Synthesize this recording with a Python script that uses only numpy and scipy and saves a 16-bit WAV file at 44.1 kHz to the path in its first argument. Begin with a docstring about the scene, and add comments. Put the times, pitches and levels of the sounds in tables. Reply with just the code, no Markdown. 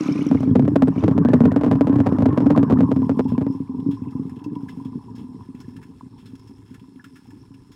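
"""Pond inflow heard from a sinking housing

Water pours from a pipe into a garden pond, heard by a camera in a waterproof housing that dips under.
The splashing in the air (droplet noise, ringing bubbles) is shut out; each slug of the stream thuds and
rings the housing's boom modes, the nearest ones with a slap (a crack and its inverted rebound).
The camera drifts away: the thuds sink to a dull rumble under gurgling bubbles (filtered random pulses,
decaying sines) and small ticks on the case (noise bursts through its modes).
"""
import sys
import numpy as np
from scipy import signal
from scipy.fft import irfft
from scipy.io import wavfile
from scipy.ndimage import uniform_filter1d, minimum_filter1d

SR = 44100
rng = np.random.default_rng(int(sys.argv[2]) if len(sys.argv) > 2 else 0)


def unload_audio(sound):
    """Save the sound as a 16-bit wav file, at the path given as the first command line argument."""
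    columns = np.transpose(np.atleast_2d(sound))
    # keep every value between -1 and 1, then stretch to whole-number steps
    steps = np.round(np.clip(columns, -1, 1) * 32767)
    wavfile.write(sys.argv[1], SR, steps.astype(np.int16))


N = 341775
TIME = np.arange(N) / SR
HZ = np.fft.rfftfreq(8192, 1 / SR)
SLAP_REACH_DB = -5.5  # slaps no longer carry once the stream's nearness falls below this


def gain_of(db):
    """Decibels to amplitude."""
    return 10 ** (np.asarray(db) / 20)


def evened(x):
    """Scales to rms 1."""
    return x / np.sqrt(np.mean(x ** 2) + 1e-20)


def peaked(x):
    """Scales to peak 1."""
    return x / (abs(x).max() + 1e-20)


def curve(rows, t=TIME, axis=1):
    """One column of a table, joined by straight lines in time."""
    columns = np.transpose(rows)
    return np.interp(t, columns[0], columns[axis])


def colour(points):
    """Spectrum points as gains on the HZ grid; 12 dB/octave fall above the last point."""
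    f, db = np.transpose(points)
    gain = gain_of(np.interp(np.log(HZ + 1), np.log(f + 1), db))
    return gain / np.maximum(HZ / f[-1], 1) ** 2


def causal(gain):
    """Minimum-phase impulse response of these gains, scaled to a maximum of 1 and floored at -100 dB."""
    log_gain = np.log(np.maximum(gain / gain.max(), 1e-5))
    circle = np.concatenate([log_gain, log_gain[-2:0:-1]])
    spectrum = np.exp(np.conj(signal.hilbert(circle)))[:len(HZ)]
    return irfft(spectrum)[:len(HZ)]


def through(x, response):
    """Convolution, cut to the length of the scene."""
    return signal.oaconvolve(x, response)[:N]


def add(mix, s, sound):
    """Mixes a sound in at time s."""
    part = mix[max(round(s * SR), 0):][:len(sound)]
    part += sound[:len(part)]


def patter(per_s, spread_db):
    """Random impulses of either sign, a few of them large."""
    size = gain_of(spread_db * np.minimum(rng.exponential(1, N), 4))
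    return size * rng.choice([-1, 1], N) * (rng.random(N) < per_s / SR)


def flutter(per_s, depth_db):
    """A gain that wanders at random, per_s knots a second."""
    knots = rng.standard_normal(4096)
    return gain_of(depth_db * np.interp(TIME * per_s, np.arange(len(knots)), knots))


def bubble(hz, cycles, rise):
    """A bubble rings, fading to 1/e in some cycles; a rise above 0 lifts its pitch as it nears the surface."""
    age = np.arange(3000) / SR * hz / cycles  # in 1/e fades
    tone = np.sin(2 * np.pi * cycles * age * (1 + rise * np.minimum(age, 2)))
    return tone * np.exp(-age) * (1 - np.exp(-age * cycles)) ** 2


def bubbling(per_s, lowest_hz, highest_hz, cycles, rise, count=24):
    """Separate notes from bubbles of many sizes, each size with its own ring and glide."""
    pitches_hz = np.geomspace(lowest_hz, highest_hz, num=count)
    factors = rng.uniform(.6, 1.4, (count, 2))
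    return evened(sum(through(patter(per_s / count, 3.6), bubble(hz, cycles * ring, rise * glide))
                      for hz, (ring, glide) in zip(pitches_hz, factors)))


def resonate(x, hz, width_hz):
    """A one-pole resonance that follows the curve hz, by shifting to 0 Hz and back."""
    turn, r = np.exp(2j * np.pi * np.cumsum(hz) / SR), np.exp(-np.pi * width_hz / SR)
    return (turn * signal.lfilter([1 - r], [1, -r], x / turn + 1e-18)).real


def case_gain():
    """Stiff modes of the case as gains on the HZ grid, cut below 770 Hz."""
    # Each row: pitch in Hz, width in Hz, relative level in dB.
    case_modes = [(1330, 300, 1), (1710, 60, 4.5), (2140, 240, -2.5), (2670, 150, 0), (3310, 260, -1.5),
                  (3940, 2500, -13), (5270, 98, 3), (6760, 280, -8.5), (8050, 640, -11), (9800, 330, -8.5),
                  (13000, 6600, -19)]
    power = sum(gain_of(db) ** 2 / (1 + (2 * (HZ - hz) / width_hz) ** 2)
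                for hz, width_hz, db in case_modes)
    return np.sqrt(power) * HZ ** 4 / (HZ ** 4 + 770.0 ** 4)


def nearness_db(t=TIME):
    """Level of the stream against its level right beside the camera (-18.5 dB)."""
    # Stream level as the camera passes it and drifts off. Each row: time in seconds, level in dB.
    stream_level = [(0.0, -18), (0.41, -16.5), (1.47, -17), (2.85, -17.5), (3.06, -21.5), (3.39, -22),
                    (3.62, -27.5), (5.05, -32), (6.17, -41), (7.75, -44)]
    return curve(stream_level, t) + 18.5


def in_air(t=TIME, dip_s=0.24, dip_length_s=0.13):
    """1 while the housing is at the surface, sliding to 0 as it goes under."""
    return np.clip(1 - (t - dip_s) / dip_length_s, 0, 1)


def slugs(gap_s=0.04, jitter=0.307, thud_level_db=-23, slap_level_db=-42,
          thud_spread_db=3, slap_spread_db=10.5):
    """Heavy slugs plunging in, and lesser ones that break off the stream unevenly in between."""
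    # Each row: time in seconds, relative slap level in dB, relative thud level in dB.
    heavy_slugs = [(.007, -27, -17.5), (.085, -19, -13.5), (0.154, -24, -17.5), (.19, -26.5, -17.5),
                   (0.265, -31, -15), (0.313, -11, -10.5), (.348, -17.5, -14), (.405, -26, -18.5),
                   (0.432, -18, -19), (.475, -30, -15.5), (0.511, -42, -13), (.553, -15.5, -24),
                   (.557, -8.5, -9.5), (0.5943, -14.5, -11.5), (.623, -24, -16.5), (0.652, -22, -21),
                   (0.6788, -15, -19.5), (.718, -44, -18.5), (0.761, -4.5, -12.5), (0.8225, -4, -6),
                   (.873, -19.5, -22.5), (.882, -16, -13.5), (0.979, -29.5, -15), (1.026, -23, -20),
                   (1.038, -10, -12.5), (1.0799, -9, -12.5), (1.112, -20, -14), (1.1785, -11.5, -13.5),
                   (1.249, -11.5, -9.5), (1.2863, -12, -16.5), (1.299, -27, -24), (1.32, -26, -22),
                   (1.3373, -0.5, -7.5), (1.405, -9.5, -5), (1.437, -19.5, -11.5), (1.4536, -12, -18),
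                   (1.4564, -11.5, -19.5), (1.478, -24.5, -14), (1.5179, -14, -18.5), (1.5621, -9, -13),
                   (1.573, -23.5, -27), (1.6109, -16.5, -24.5), (1.635, -11, -23), (1.6459, -12.5, -23.5),
                   (1.6629, -15.5, -13), (1.679, -21.5, -20.5), (1.7136, -6.5, -13.5), (1.732, -20, -21.5),
                   (1.7539, -18.5, -12.5), (1.809, -6, -10), (1.8706, -12, -16.5), (1.895, -18, -14.5),
                   (1.928, -21, -16), (1.9581, -16.5, -15), (1.986, -20.5, -19.5), (2.0028, -11, -11),
                   (2.0618, -15.5, -27), (2.0672, -7.5, -14.5), (2.089, -21, -30.5), (2.1228, -21, -12),
                   (2.186, -15, -17.5), (2.205, -20, -24), (2.223, -13, -14), (2.2569, -12, -24),
                   (2.26, -9.5, -11), (2.2882, -21.5, -19.5), (2.3286, -22, -18.5), (2.3763, -8, -14.5),
                   (2.404, -15, -22), (2.4218, -25.5, -18), (2.4598, -20, -21), (2.466, -15.5, -11),
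                   (2.5057, -7, -11), (2.5226, -22.5, -22), (2.563, -14, -17.5), (2.5759, -6.5, -9.5),
                   (2.593, -21.5, -15.5), (2.6297, -12, -16), (2.665, -46, -19), (2.6994, -14, -21),
                   (2.7083, -12.5, -17), (2.7237, -11.5, -7.5), (2.787, -19.5, -12.5), (2.8062, -10, -15.5),
                   (2.832, -21.5, -13.5), (2.89, -41, -15.5), (2.9159, -10.5, -18.5), (2.962, -19, -13),
                   (2.99, -43, -17), (3.0197, -25.5, -15), (3.0939, -11.5, -13.5), (3.114, -24.5, -19),
                   (3.172, -42, -18), (3.1933, -8, -15.5), (3.253, -43.5, -16), (3.32, -28.5, -14),
                   (3.3789, -17, -15.5), (3.4143, -20, -15), (3.466, -24, -16), (3.5, -46, -18.5),
                   (3.549, -40, -23), (3.603, -38.5, -20), (3.694, -42, -25.5), (3.768, -44, -28.5),
                   (3.792, -44, -26.5), (3.825, -46, -26), (3.863, -37, -17), (3.888, -37, -16.5),
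                   (3.931, -44, -27), (4.019, -38, -23.5), (4.071, -40, -23.5), (4.152, -38, -20.5),
                   (4.196, -39, -19.5), (4.253, -46, -25.5), (4.319, -46, -30.5), (4.367, -48, -30),
                   (4.462, -41, -24), (4.479, -44, -29.5), (4.518, -46, -28.5), (4.564, -44, -24),
                   (4.632, -43, -26), (4.772, -47, -29), (4.855, -50, -25), (4.955, -39, -25),
                   (5.179, -41, -31.5), (5.212, -50, -33), (5.242, -45, -32), (5.346, -50, -33),
                   (5.488, -46, -31.5), (5.546, -50, -31.5), (5.681, -44, -31.5), (6.032, -47, -37),
                   (6.333, -48, -34), (6.713, -54, -40.5), (6.829, -58, -41.5), (6.883, -54, -40),
                   (6.958, -54, -40.5), (7.064, -58, -43), (7.331, -54, -39), (7.367, -54, -40.5),
                   (7.506, -54, -41)]
    rows = list(heavy_slugs)
    edges = [0, *sorted(row[0] for row in heavy_slugs), N / SR]
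    chances = rng.standard_normal((len(edges), 64, 3))
    for start, end, chance in zip(edges, edges[1:], chances):
        steps = max(round((end - start) / gap_s), 1)
        for k, (early, thud, slap) in zip(range(1, steps), np.clip(chance, -2, 2)):
            s = start + (end - start) * (k + jitter * early) / steps
            near_db = nearness_db(s)
            slap_db = slap_level_db + 2 * near_db + slap_spread_db * slap
            thud_db = thud_level_db + near_db + thud_spread_db * thud
            rows.append((s, slap_db, thud_db))
    return rows


def surge(stream, settle_s, lull):
    """A gain of rms 1 that jumps with each slug and settles to a lull before the next."""
    kicks, t = np.zeros(N), np.arange(SR // 4) / SR
    for s, _, db in stream:
        add(kicks, s, gain_of((db - nearness_db(s)) / 2) * t / settle_s * np.exp(-t / settle_s))
    return evened(evened(kicks) + lull)


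def trickle(level_db=-66.5, follows=0.42):
    """A faint crackle of small bubbles rising around the camera, coloured by the case."""
    blips = bubbling(260, 1150, 3400, 3, 0)
    crackle = evened(through(blips * flutter(15, 4), causal(case_gain())))
    return crackle * gain_of(level_db + follows * nearness_db())


def fizz(grain_db=-70.0, hiss_db=-71.5, ring_db=-73.0, ring_hz=5330, follows=0.04):
    """Tiny bubbles burst on the case in flurries and ring near its sharpest high mode, over a patchy hiss."""
    # Hiss spectrum. Each row: frequency in Hz, relative level in dB.
    fizz_colour = [(710, -42), (1200, 0.5), (1700, -3.5), (1890, -11.5), (2710, -2.5), (2950, -5.5),
                   (3910, -2), (5300, -6), (6100, -9), (9610, -4), (10800, -13.5), (15200, -21),
                   (16000, -37)]
    swell = flutter(11, 2.)
    bursts = patter(900, 3.) * flutter(22, 3.)
    grains = evened(through(bursts * swell, causal(case_gain())))
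    flurries = swell * flutter(24, 4.)
    ring = evened(sum(through(patter(120, 3.) * flurries, bubble(ring_hz * k, 16, 0))
                      for k in np.linspace(.97, 1.03, num=4)))
    shape, hiss = colour(fizz_colour), np.zeros(N)
    for hz in np.geomspace(1000, 15000, num=16):  # bands flutter independently
        band = shape * np.exp(-(np.log((HZ + 1) / hz) / .13) ** 2)
        noise = rng.standard_normal(N) * np.sqrt(swell) * flutter(28, 2.5)
        hiss += band.max() * through(noise, causal(band))
    out = gain_of(grain_db) * grains + gain_of(ring_db) * ring + gain_of(hiss_db) * evened(hiss)
    return gain_of(follows * nearness_db()) * out


def ticks(focus_db=7.0, focus_width=0.37, note_db=-13.0, rise=0.024, onset_s=0.0005, soft_s=0.018):
    """A bubble scrapes the case: a gritty tick and a short rising note; long scrapes swell in softly."""
    # Each row: start in seconds, scrape peak in dB, pitch in Hz, fade to 1/e in seconds.
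    tick_rows = [(3.242, -52, 3370, 0.01), (3.2788, -43.5, 3240, 0.029), (3.8, -51, 3300, 0.0078),
                 (3.911, -42, 3460, 0.019), (3.943, -50, 4000, .016), (4.107, -52, 5300, 0.014),
                 (4.295, -45.5, 1900, 0.0092), (4.359, -49.5, 3220, 0.015), (4.388, -50, 3100, 0.014),
                 (4.44, -44, 5360, .012), (4.442, -55, 2680, 0.01), (4.5525, -45, 3180, 0.0064),
                 (4.6838, -45, 1980, 0.0076), (4.688, -41.5, 3200, 0.019), (4.848, -47.5, 3270, 0.018),
                 (5.151, -46.5, 5200, 0.03), (5.178, -48, 3240, 0.031), (5.5482, -49, 2560, 0.013),
                 (5.602, -41, 5600, 0.018), (5.7644, -42.5, 1750, .01), (5.8148, -49, 1800, .012),
                 (5.827, -44, 1820, 0.017), (6.178, -51.5, 3350, 0.035), (6.256, -45.5, 4000, 0.024),
                 (6.353, -47, 5360, 0.0078), (6.394, -50, 5200, 0.0094), (6.472, -51, 5400, 0.02),
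                 (6.742, -42.5, 1692, 0.014), (6.795, -49.5, 3400, 0.011), (6.958, -55, 2920, 0.0061),
                 (7.041, -41, 1620, 0.016), (7.156, -43, 1720, 0.02), (7.304, -46.5, 1650, 0.011),
                 (7.5415, -49.5, 2770, 0.012), (7.716, -48.5, 5100, 0.025)]
    out, t = np.zeros(N), np.arange(SR // 10) / SR
    case = case_gain()
    for (s, db, hz, fade_s), grit in zip(tick_rows, rng.standard_normal((len(tick_rows), len(t)))):
        focus = gain_of(focus_db * np.exp(-(np.log((HZ + 1) / hz) / focus_width) ** 2))
        swell_s = onset_s * (1 + (fade_s / soft_s) ** 4)
        friction = grit * np.exp(-t / fade_s) * (1 - np.exp(-t / swell_s))
        scrape = signal.fftconvolve(friction, causal(case * focus))
        add(out, s, gain_of(db) * peaked(scrape))
        add(out, s, gain_of(db + note_db) * bubble(hz, hz * fade_s / 2, rise))
    return out


def spray(level_db=4.0, shut_s=0.21, drips_db=-2.5, drop_fade_s=0.003):
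    """Splashing in open air: a dense crackle of droplets, tiny ringing bubbles and a few larger drops."""
    # Shut out by the dip, briefly back as the housing bobs up.
    # Each row: time in seconds, level in dB before level_db is added.
    spray_level = [(0, -48.5), (.2, -50), (.48, -62.5), (.6, -106), (.9, -70.5), (1.0, -55.5), (1.2, -64)]
    # Spectrum. Each row: frequency in Hz, relative level in dB.
    spray_colour = [(200, -13), (600, 0.5), (1300, 14), (1900, -2.5), (2300, 4), (3000, -3), (3700, -5.5),
                    (4600, -8), (5700, -1.5), (6500, -9), (7500, -17), (10000, -18), (12000, -26),
                    (16000, -33.5)]
    # Larger drops smacking the surface. Each row: start in seconds, peak in dB.
    drops = [(.009, -42), (.034, -43), (.076, -39), (0.125, -38.5), (.16, -42), (.2, -45), (0.225, -37),
             (0.266, -35.5), (.405, -41)]
    shape, t = colour(spray_colour), np.arange(SR // 30) / SR
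    droplets = patter(9000, 3.3) * flutter(110, 3.0)
    crackle = evened(through(droplets, causal(shape)))
    drips = np.zeros(N)
    for hz in np.geomspace(1900, 10500, num=36):
        weight = np.interp(hz, HZ, shape) * hz ** .25
        drips += weight * through(patter(42, 4.0), bubble(hz, 12, .004))
    shut = np.clip((spray_level[-1][0] - TIME) / shut_s, 0, 1)
    out = shut * gain_of(curve(spray_level) + level_db) * (crackle + gain_of(drips_db) * evened(drips))
    for (s, db), grit in zip(drops, rng.standard_normal((len(drops), len(t)))):
        smack = signal.fftconvolve(grit * np.exp(-t / drop_fade_s), causal(shape * HZ))
        add(out, s, gain_of(db) * peaked(smack))
    return out


def bubble_run(width_hz=220):
    """Bubbles shrink as they stream past the case, so their ringing climbs."""
    # Each row: time in seconds, level in dB, pitch in Hz.
    run = [(.95, -86, 1004), (1.1, -46, 1130), (1.2, -55.5, 1300), (1.29, -48.5, 1640), (1.38, -52, 1830),
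           (1.52, -56, 1810), (1.65, -80, 1830)]
    hz = curve(run, axis=2)
    passing = (TIME > run[0][0]) & (TIME < run[-1][0])
    ringing = resonate(resonate(patter(270, 7.4), hz, width_hz), hz, width_hz)
    return passing * gain_of(curve(run)) * evened(ringing)


def gurgle(level_db=-42.5, follows=1.0, shallow_db=-16.0, sink_s=2.6, notes_db=-8.5,
           froth_db=-3.0, ringing_db=-9.5):
    """Bubble pulses and notes ring near 1 kHz, fuller as the camera sinks; froth and single plops on top."""
    # Spectra of gurgle and froth. Each row: frequency in Hz, relative level in dB.
    gurgle_colour = [(300, -43), (620, -15), (800, -3.5), (920, 3), (1010, 8.5), (1100, -3.5), (1250, -18),
                     (1500, -28.5), (3000, -58)]
    froth_colour = [(300, -17.5), (600, 4.5), (790, 1), (1040, 6), (1250, -3), (1550, -15), (1780, -5.5),
                    (1980, -18), (3000, -25.5), (6000, -66.5)]
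    # Froth of smaller bubbles, loudest close to the stream. Each row: time in seconds,
    # level in dB before froth_db or ringing_db is added.
    froth_level = [(0, -44), (.7, -49), (1.3, -40.5), (2.7, -41), (3.2, -72.5), (4.6, -69.5), (7.75, -82)]
    # Bubbles that stand out. Each row: start in seconds, peak in dB, pitch in Hz, cycles to 1/e.
    plops = [(0.009, -30.5, 5750, 6.9), (.034, -40, 6570, 9.7), (.05, -41, 2310, 9.4),
             (.075, -45, 6700, 11), (0.083, -30.5, 2420, 5.4), (.094, -39, 3000, 9), (.124, -33, 5370, 11),
             (.136, -43, 2310, 8), (0.158, -37, 2380, 6), (0.179, -36.5, 2480, 15), (0.209, -35, 2240, 8.2),
             (.218, -36, 2930, 8.9), (0.269, -42, 5830, 11), (.289, -38, 5500, 14),
             (0.373, -36.5, 2170, 9.2), (.505, -55, 3300, 30), (.883, -42.5, 8300, 13),
             (.977, -40, 2300, 7), (.984, -43, 2880, 9), (1.121, -29.5, 1090, 7.2),
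             (1.223, -31.5, 1135, 7.4), (1.232, -42, 1550, 9.7), (1.275, -34, 1700, 6),
             (1.304, -35, 1720, 6.6), (1.375, -46, 1800, 7.9), (1.508, -44, 1820, 10),
             (1.84, -32, 1047, 9.8), (1.938, -29, 1066, 13), (2.115, -26.5, 1036, 4.1),
             (2.172, -34.5, 1190, 6.2), (2.311, -29, 1076, 16), (2.496, -42, 1510, 6),
             (2.55, -20.5, 1070, 4), (2.646, -32, 1050, 8), (2.716, -23.5, 1105, 6.1),
             (2.771, -28.5, 1240, 4), (2.774, -37.5, 1770, 6.1), (2.853, -32, 1073, 10),
             (2.879, -34.5, 1083, 18), (3.028, -28, 976, 12), (3.175, -35, 1064, 7), (3.258, -33, 880, 6),
             (3.35, -33, 1020, 8.6), (3.745, -39, 960, 9), (3.971, -39, 1024, 12), (4.13, -47, 1240, 5),
             (4.196, -47, 1110, 8.8), (4.444, -46.5, 2660, 17), (4.559, -32.5, 978, 12),
             (4.605, -56, 1380, 7), (4.686, -40.5, 1680, 11), (4.69, -44, 2040, 12), (4.93, -40, 963, 3.4),
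             (5.082, -42, 960, 15), (5.408, -38, 984, 3.1), (5.787, -48, 904, 7.2), (6.009, -34, 1006, 2.3),
             (6.345, -53, 950, 4.5), (6.47, -53, 1000, 5), (6.62, -57, 970, 5.8), (6.84, -51.5, 1020, 5.8),
             (6.991, -54, 1380, 7), (6.996, -42.5, 1700, 14), (7.008, -53, 1490, 7.8),
             (7.043, -40, 1410, 6), (7.158, -63, 1380, 6), (7.255, -53, 810, 4), (7.318, -51, 910, 4)]
    pulses = patter(500, 3.3) * flutter(25, 2.6)
    bubbles = evened(through(pulses, causal(colour(gurgle_colour))))
    bursts = patter(500, 3.0) * flutter(40, 3.0)
    froth = evened(through(bursts, causal(colour(froth_colour))))
    ringing = bubbling(220, 950, 1650, 6, .008)
    notes = bubbling(160, 780, 1170, 5, .012)
    depth_db = shallow_db * np.maximum(1 - TIME / sink_s, 0)
    out = (bubbles + gain_of(notes_db) * notes) * gain_of(level_db + follows * nearness_db() + depth_db)
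    out += (gain_of(froth_db) * froth + gain_of(ringing_db) * ringing) * gain_of(curve(froth_level))
    for s, db, hz, cycles in plops:
        add(out, s, gain_of(db) * peaked(bubble(hz, cycles, 0.0012)))
    return out


def churn(stream, churn_db=-25, churn_follows=1.03, lumpy_db=1.0, rumble_db=-26.5, rumble_follows=1.39,
          rumble_air_db=-23.0, murmur_db=-50.0):
    """Blobs surge after each slug and keep the boom going, over the bubble cloud's heave and pond murmur."""
    # Spectra of blobs, heave and murmur. Each row: frequency in Hz, relative level in dB.
    churn_colour = [(30, -56), (90, -24), (150, -3.5), (210, -4), (262, 1.5), (290, -3), (330, -20.5),
                    (375, -13), (440, -14), (520, -43), (620, -49), (1200, -83.5)]
    rumble_colour = [(20, -60), (45, -40), (65, -20), (85, -5), (105, 0), (150, -1), (195, -8), (300, -28),
                     (600, -60)]
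    murmur_colour = [(20, -9.5), (45, 4.5), (70, 4), (110, 17.5), (250, -17), (350, 4), (450, -8),
                     (620, -31), (1400, -34.5), (2500, -46)]
    blobs = evened(through(patter(260, 5.27) * flutter(30, lumpy_db), causal(colour(churn_colour))))
    heave = evened(through(patter(300, 1.5), causal(colour(rumble_colour))))
    murmur = evened(through(patter(170, 3.4) * flutter(22, 2.5), causal(colour(murmur_colour))))
    blobs *= gain_of(churn_db + churn_follows * nearness_db())
    heave *= gain_of(rumble_db + rumble_follows * nearness_db() + rumble_air_db * in_air())
    return surge(stream, .014, .3) * (blobs + heave) + gain_of(murmur_db) * murmur


def slaps(stream, level_db=1.0, air_db=-5.0, collapse_s=.001, rebound_s=.0056, rebound_db=-7.5,
          ragged_db=-9.5, ragged_s=0.02, grit_db=-34, grit_s=0.0093, clean_db=-11.5, cleaning=0.21):
    """A near slug's cavity collapses with a crack, then a weaker inverted rebound; soft slaps are ragged."""
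    # Spectrum. Each row: frequency in Hz, relative level in dB.
    slap_colour = [(30, -77), (60, -39), (120, -8), (250, 5.5), (460, 4.5), (700, -4), (1000, -10.5),
                   (2000, -25), (3500, -34), (6000, -43.5), (10000, -51.5), (16000, -61.5)]
    jumps, t = np.zeros(N), np.arange(SR // 30) / SR
    chances, grits = rng.random((512, 5, 3)), rng.standard_normal((512, len(t)))
    for (s, slap_db, _), chance, grit in zip(stream, chances, grits):
        if nearness_db(s) < SLAP_REACH_DB:
            continue
        db, crack_s = slap_db + air_db * in_air(s) ** 2, s + collapse_s
        add(jumps, crack_s, gain_of([db]))
        add(jumps, crack_s + rebound_s * (1 + .05 * grit[0]), -gain_of([db + rebound_db + grit[1]]))
        add(jumps, s, gain_of(db + grit_db) * grit * np.exp(-t / grit_s))
        for when, size, side in chance:  # small cracks around the main one
            lag = when - .25
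            cluster_db = ragged_db + 10 * (size - .5) - 7 * abs(lag)
            cluster_db -= cleaning * max(db - clean_db, -10)  # hard slaps are cleaner
            add(jumps, crack_s + ragged_s * lag, gain_of([db + cluster_db]) * np.sign(side - .5))
    return gain_of(level_db) * through(jumps, peaked(causal(colour(slap_colour))))


def thuds(stream, push_s=0.0025, far_push_s=0.003, detune=0.04, level_db=6.0, thinning_hz_per_db=0.77,
          wet_lowest_hz=115, air_lowest_hz=158, boom_lag_s=.004):
    """Each slug's push, longer and thinner from afar, rings the housing; slugs differ in colour."""
    # What a thud rings. Each row: pitch as a factor on the boom, relative level in dB, t60 in seconds;
    # pitch and level vary by slug.
    boom_modes = [(0.428, -19, 0.051), (0.739, -8, 0.029), (0.999, 0.5, 0.15), (1.071, -1.5, 0.011),
                  (1.66, -18, 0.05)]
    # The boom wanders as the water's load on the housing changes. 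Each row: time in seconds, pitch in Hz.
    boom_pitch = [(.2, 288), (.55, 250.6), (.66, 300), (.85, 273), (1.2, 271), (1.41, 245), (1.55, 275.7),
                  (1.75, 286), (2.0, 272.5), (2.25, 275), (2.42, 300), (2.72, 255), (2.82, 277.6),
                  (3.3, 250), (3.5, 277.7), (4.25, 256.7), (4.5, 284), (4.9, 254.3), (7.75, 274)]
    out, t = np.zeros(N), np.arange(SR // 5) / SR
    factor, mode_db, t60_s = np.transpose(boom_modes)[:, :, None]
    chances = rng.standard_normal((512, 2, len(boom_modes), 1))
    for (s, slap_db, db), chance in zip(stream, chances):
        near_db = nearness_db(s)
        length_s = np.interp(near_db, [2 * SLAP_REACH_DB, 0], [far_push_s, push_s])
        push = np.sin(np.pi * np.minimum(t / length_s, 1))[:SR // 100] ** 2
        # the low modes belong to the trapped air and vary most
        hz = curve(boom_pitch, s) * factor * (1 + detune * chance[0] / factor.clip(.5, 1) ** 2)
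        ring_gain = gain_of(mode_db + 2 * chance[1] - 60 * t / t60_s)
        ring = (ring_gain * np.sin(2 * np.pi * hz * t)).sum(0)
        # going under lets deeper sound in; distance thins it
        lowest_hz = np.interp(in_air(s), [0, 1], [wet_lowest_hz, air_lowest_hz])
        lowest_hz -= thinning_hz_per_db * min(near_db, 0)
        high_pass = signal.butter(4, lowest_hz, "high", fs=SR)
        thud = peaked(signal.lfilter(*high_pass, signal.fftconvolve(ring, push)))
        cracked = np.clip(1 + (slap_db - db) / 10, 0, 1)  # after a hard crack the boom builds later
        add(out, s - .001 + boom_lag_s * cracked, gain_of(db + level_db) * thud)
    return out


def scene():
    """Everything reaches one microphone inside the housing."""
    stream = slugs()
    background = trickle() + fizz() + ticks() + spray()
    water = bubble_run() + gurgle() + churn(stream)
    return (background + water + slaps(stream) + thuds(stream))[None]


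def record(dry):
    """A fast limiter holds down the loudest peaks; then the microphone's bass cut and the band limit."""
    allowed = np.minimum(.71 / (abs(dry) + 1e-9), 1)
    limited = dry * uniform_filter1d(minimum_filter1d(allowed, size=201), size=201)
    thinned = signal.lfilter(*signal.butter(2, 34, "high", fs=SR), limited)
    band_limit = signal.firwin(511, 15950, window=("kaiser", 9), fs=SR)  # low-pass at 15950 Hz
    return signal.oaconvolve(thinned, band_limit[None], "same")


dry = scene()
out = record(dry)
unload_audio(out)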